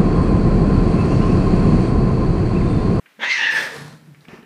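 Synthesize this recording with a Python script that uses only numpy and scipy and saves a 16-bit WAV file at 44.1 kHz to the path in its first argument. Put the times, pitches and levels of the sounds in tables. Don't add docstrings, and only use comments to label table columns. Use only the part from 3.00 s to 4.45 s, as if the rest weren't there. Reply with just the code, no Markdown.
import sys
import numpy as np
from scipy import signal
from scipy.fft import rfft, irfft, next_fast_len
from scipy.io import wavfile
from scipy.ndimage import uniform_filter1d, map_coordinates

SR = 44100
rng = np.random.default_rng(int(sys.argv[2]) if len(sys.argv) > 2 else 0)


def wrap_up_sound(samples):
    columns = np.atleast_2d(samples).T
    tamed = np.clip(columns, -1, 1)
    steps = np.round(tamed * 32767).astype(np.int16)
    wavfile.write(sys.argv[1], SR, steps)


N = 63945


def amp(db):
    return 10 ** (np.asarray(db) / 20)

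def unit(x):
    return x / np.sqrt(np.mean(x ** 2) + 1e-20)

def clock():
    return np.arange(N) / SR

def along(points, hz):
    f, values = np.transpose(points)
    return np.interp(np.log(hz + 1), np.log(f + 1), values)

def curves(rows):
    times, *columns = np.transpose(rows)
    return [np.interp(clock(), times, column) for column in columns]

def during(rows):
    inside = (clock() > rows[0][0]) & (clock() < rows[-1][0])
    return uniform_filter1d(inside.astype(float), size=200)

def wobble(rate):
    return map_coordinates(rng.standard_normal(4096), [clock() * rate + 2], mode="wrap")

def filtered(x, response):
    size = next_fast_len(N + SR // 2)
    return irfft(rfft(x, size) * response(np.fft.rfftfreq(size, 1 / SR)), size)[:N]

def noise(spectrum):
    return unit(filtered(rng.standard_normal(N), lambda hz: amp(along(spectrum, hz))))

def resonant(hz, width_hz):
    band = lambda f: (f * width_hz / (hz ** 2 - f * f + 1j * f * width_hz)) ** 2
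    return unit(filtered(rng.standard_normal(N), band))

def gliding(hz, half_width_hz):
    slow_noise = lambda: filtered(rng.standard_normal(N), lambda f: 1 / (1 + (f / half_width_hz) ** 2))
    phase = 2 * np.pi * np.cumsum(hz) / SR
    return unit(slow_noise() * np.cos(phase) + slow_noise() * np.sin(phase))

def struck(start, t60, rise_s=0.0006):
    age = np.maximum(clock() - start, 0)
    return (1 - np.exp(-age / rise_s)) * amp(-60 * age / t60)

def cycles(hz, jitter, rate):
    return 2 * np.pi * np.cumsum(hz * (1 + jitter * wobble(rate))) / SR


# f/Hz, level/dB
ROOM_TONE = [(25, -18), (80, -29.5), (150, 7), (220, 0.5), (400, -1), (900, -6.5), (1900, -2.5),
             (3500, -12.5), (7000, -17), (15000, -18.5)]

def room_tone(level_db=-59.5):
    return amp(level_db) * noise(ROOM_TONE)


# f/Hz, t60/s
WALL_DECAY = [(150, 0.49), (1000, 0.55), (3000, .45), (12000, 0.16)]

def walls(direct, level_db=-7.5):
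    hz, t, spectrum = signal.stft(rng.standard_normal(SR // 2), SR, nperseg=256)
    decay = amp(-60 * t / along(WALL_DECAY, hz)[:, None])
    tail = signal.istft(spectrum * decay, SR, nperseg=256)[1]
    tail = np.pad(tail, (220, 0))
    return amp(level_db) * signal.fftconvolve(direct, tail / np.linalg.norm(tail))[:N]


# t/s, level/dB
BRUSH_LEVEL = [(.5, -79), (.56, -53.5), (.68, -46.5), (.76, -38), (.83, -44.5), (.93, -49.5), (1.0, -61.5),
               (1.2, -66.5), (1.26, -55)]
SCUFF_LEVEL = [(1.278, -52), (1.29, -46), (1.315, -47), (1.34, -46.5), (1.39, -53), (1.46, -65)]
# f/Hz, level/dB
BRUSH_SPECTRUM = [(80, -15), (250, 2), (1000, 2), (1350, 0.5), (1750, 1), (2900, -8.5), (3900, -4),
                  (6000, -9.5), (7300, -12), (10500, -14), (15000, -28)]
SCUFF_SPECTRUM = [(100, -10), (400, 4), (1200, 3.5), (1800, 0.5), (2700, 1), (3400, -13), (5500, -11),
                  (8000, -23.5), (15000, -33)]

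def fur():
    shuffle = amp(-61) * struck(0.088, t60=1.8) * resonant(1950, width_hz=2500)
    brush = unit(noise(BRUSH_SPECTRUM) * amp(2.1 * wobble(300)))
    brush *= amp(curves(BRUSH_LEVEL)[0]) * during(BRUSH_LEVEL)
    scuff = unit(noise(SCUFF_SPECTRUM) * amp(wobble(260)))
    scuff *= amp(curves(SCUFF_LEVEL)[0]) * during(SCUFF_LEVEL)
    return shuffle + brush + scuff


# t/s, level/dB, ring f/Hz, t60/s
CLAW_TICKS = [(0.058, -42.5, 2030, 0.055), (1.146, -45.5, 2120, 0.036), (1.207, -51, 4020, .025),
              (1.252, -39, 2170, 0.018), (1.284, -33, 2970, 0.011), (1.429, -45.5, 2960, 0.014)]

def claws():
    ticks = np.zeros(N)
    for start, db, hz, t60 in CLAW_TICKS:
        ring = resonant(hz, width_hz=0.66 * hz)
        dulled = filtered(ring, lambda f: 1 / (1 + (f / (2.3 * hz)) ** 2) ** 2)
        ticks += amp(db) * struck(start, t60) * unit(dulled)
    return ticks


# t/s, level/dB
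LANDINGS = [(1.284, -37.5), (1.315, -39), (1.331, -35), (1.389, -45.5), (1.428, -43.5)]
# f/Hz, level/dB, t60/s
TABLE_RING = [(199.8, -5, 0.053), (425, -7.5, 0.081), (1300, -16, 0.1), (1776, -13, 0.34),
              (2510, -19, 0.24)]
# f/Hz, level/dB
THUD_SPECTRUM = [(30, -53), (90, -30), (190, 6), (300, -1), (430, -2.5), (600, -21), (1300, -17),
                 (2800, -29), (8000, -45.5)]

def paws():
    landings = np.zeros(N)
    for start, db in LANDINGS:
        ring = sum(amp(mode_db) * struck(start, t60) * np.sin(cycles(hz, jitter=0.0205, rate=140))
                   for hz, mode_db, t60 in TABLE_RING)
        thud = struck(start, t60=0.1) * noise(THUD_SPECTRUM)
        landings += amp(db) * (ring + thud)
    return landings


# t/s, level/dB, share of noise/0-1
GROWL_COURSE = [(.34, -63, .85), (.41, -51.5, 0.95), (.48, -61.5, 0.9), (.54, -48.5, 0.9), (.71, -59, .85),
                (.76, -41, 0.87), (.82, -43, 0.9), (.89, -44, 0.77), (.95, -49, 0.77), (1.01, -52.5, .6),
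                (1.1, -46, 0.23), (1.15, -49, 0.16), (1.2, -61, 0.7), (1.3, -48.5, 0.9)]
# f/Hz, level/dB
GROWL_SPECTRUM = [(25, -23), (70, -18), (112, -4.5), (165, 1.5), (230, -5), (330, -9.5), (600, -24.5),
                  (1500, -52)]

def growl(pitch_hz=145, flutter_hz=27.99, flutter_db=2.5):
    db, rough = curves(GROWL_COURSE)
    phase = cycles(pitch_hz, jitter=0.14, rate=74)
    tone = unit(np.sin(phase) + amp(-11) * np.sin(2 * phase))
    voice = np.sqrt(1 - rough) * tone + np.sqrt(rough) * noise(GROWL_SPECTRUM)
    flutter = amp(flutter_db * np.cos(cycles(flutter_hz, jitter=0.149, rate=14.47)))
    return unit(voice * flutter) * amp(db) * during(GROWL_COURSE)


# t/s, half-length/s, f/Hz, level/dB
GRUNT_PULSES = [(0.199, .012, 206, -43), (0.816, 0.0084, 144.3, -38), (0.843, 0.0034, 129.3, -41.5),
                (0.882, 0.011, 139.3, -38)]

def grunts():
    pushes = np.zeros(N)
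    for centre, half_length, hz, db in GRUNT_PULSES:
        swell = np.exp(-((clock() - centre) / half_length) ** 2)
        pushes += amp(db) * swell * unit(np.sin(cycles(hz, jitter=0.091, rate=160)))
    return pushes


# t/s, f/Hz, level/dB
MOAN_COURSE = [(.54, 604.4, -65), (.59, 580.7, -40.5), (.67, 532.6, -42), (.71, 472, -46),
               (.76, 457.5, -38), (.78, 420, -47), (.8, 375, -68)]

def moan():
    hz, db = curves(MOAN_COURSE)
    phase = cycles(hz, jitter=0.047, rate=140)
    tone = np.sin(phase) + amp(-11) * np.sin(2 * phase)
    shimmer = amp(2 * wobble(130.3))
    return unit(tone * shimmer) * amp(db) * during(MOAN_COURSE)


# f/Hz, level/dB
PUFF_SPECTRUM = [(60, -47), (130, -19), (200, 2.5), (400, -3), (550, 0), (800, -5), (1150, -7), (1650, -1),
                 (2400, -18), (8000, -48)]

def puff(level_db=-39.5):
    return amp(level_db) * struck(0.191, t60=0.26) * noise(PUFF_SPECTRUM)


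# f/Hz, level/dB
HISS_SPECTRUM = [(100, -12.5), (220, -3), (550, 2), (800, -6.5), (1100, -0.5), (1350, -1.5), (1750, 6.5),
                 (3000, -7), (5200, -6), (7300, -17), (8500, -12.5), (10000, -20.5), (15000, -24.5)]

def hiss(start_s=0.503, attack_s=0.062, hold_s=0.062, fade_db_per_s=128, level_db=-28.5):
    age = clock() - start_s
    rise = np.sqrt(np.clip(age / attack_s, 0, 1))
    fade_db = fade_db_per_s * np.maximum(age - attack_s - hold_s, 0)
    flicker_db = 0.92 * wobble(250)
    return rise * amp(level_db - fade_db + flicker_db) * noise(HISS_SPECTRUM)


# t/s, level/dB, jaw opening/0-1
RASP_COURSE = [(.185, -79, 0.1), (.198, -39.5, 0.08), (.235, -20, 0), (.27, -28.5, 0.63),
               (.31, -24.5, 0.98), (.36, -25.5, 1), (.43, -24.5, 0.3), (.49, -28, 0.7), (.54, -30, 0.94),
               (.6, -28, .3), (.68, -41.5, 0.08), (.8, -60, 0.15), (.95, -80, 0)]
# f/Hz, level/dB
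NARROW_MOUTH = [(40, -77), (110, -50), (210, -13.5), (390, -15), (560, -12), (750, -12), (950, -13.5),
                (1150, -13), (1380, -11), (1620, -1.5), (1900, 0), (2700, -13), (3500, -4.5), (4400, -29),
                (6500, -30), (8000, -41), (15000, -52.5)]
WIDE_MOUTH = [(40, -78), (110, -56), (280, -27), (460, -38), (950, -23.5), (1250, -14), (2000, 1),
              (2400, -1.5), (2680, 5), (3300, -16.5), (4200, -8), (4900, -15.5), (6200, -16.5), (7200, -30),
              (10000, -36.5), (15000, -61)]
# t/s, half-length/s, f/Hz, glide/(Hz/s), half-width/Hz, level/dB
MOUTH_FLARES = [(0.32, 0.024, 4140, 0.5, 570, -28), (.422, 0.046, 2790, 3400.5, 115, -25),
                (0.35, 0.079, 5900, -4500, 490, -39)]

def rasp(flutter_db=1):
    db, jaw = curves(RASP_COURSE)
    air = np.sqrt(1 - jaw) * noise(NARROW_MOUTH) + np.sqrt(jaw) * noise(WIDE_MOUTH)
    air *= amp(db) * during(RASP_COURSE)
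    for centre, half_length, hz, glide, half_width, flare_db in MOUTH_FLARES:
        age = clock() - centre
        swell = np.exp(-(age / half_length) ** 2)
        air += amp(flare_db) * swell * gliding(hz + glide * age, half_width)
    return air * unit(amp(flutter_db * wobble(300)))


# t/s, f/Hz, level/dB
FUNDAMENTAL_COURSE = [(.205, 950, -38.5), (.235, 960, -32.5), (.29, 980, -40), (.315, 985, -59),
                      (.345, 975, -48.5), (.4, 890, -36.5), (.48, 900, -39.5), (.53, 880, -45.5),
                      (.6, 870, -42.5), (.645, 880, -42), (.68, 870, -65)]

def shriek_fundamental():
    hz, db = curves(FUNDAMENTAL_COURSE)
    return amp(db) * during(FUNDAMENTAL_COURSE) * gliding(hz, half_width_hz=34)


# t/s, f/Hz, level/dB
SHRIEK_COURSE = [(.19, 900, -61), (.235, 953.7, -26), (.275, 979.5, -29), (.315, 1068, -18.5),
                 (.335, 1050, -26.5), (.36, 990, -24), (.38, 895, -21.5), (.43, 910.6, -20),
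                 (.495, 892, -16.5), (.54, 875.2, -28), (.57, 870.2, -15), (.6, 852, -30.5),
                 (.66, 859, -44), (.7, 850, -69)]
# multiple of the pitch, level/dB
SHRIEK_HARMONICS = [(1, -22.5), (2, 6), (3, -10.5), (4, -16.5), (5, -37), (6, -22), (7, -31)]

def shriek(throat_hz=132, swing_rad=0.175, throat_depth=0.33, shimmer_db=2.5):
    hz, db = curves(SHRIEK_COURSE)
    throat = np.sin(cycles(throat_hz, jitter=0.214, rate=60))
    phase = cycles(hz, jitter=0.033, rate=420) + swing_rad * throat
    voice = sum(amp(harmonic_db + shimmer_db * wobble(170)) * np.sin(k * phase)
                for k, harmonic_db in SHRIEK_HARMONICS)
    return unit(voice * (1 + throat_depth * throat)) * amp(db) * during(SHRIEK_COURSE)


def scene():
    cry = puff() + shriek() + shriek_fundamental() + rasp() + hiss() + moan() + growl() + grunts()
    cats = cry + fur() + claws() + paws()
    return (cats + walls(cats) + room_tone())[None]

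def record(dry):
    low_cut_hz, top_hz = 64, 15380
    response = lambda hz: 1j * hz / (low_cut_hz + 1j * hz) * (hz < top_hz)
    return filtered(dry[0], response)[None]


dry = scene()
out = record(dry)
wrap_up_sound(out)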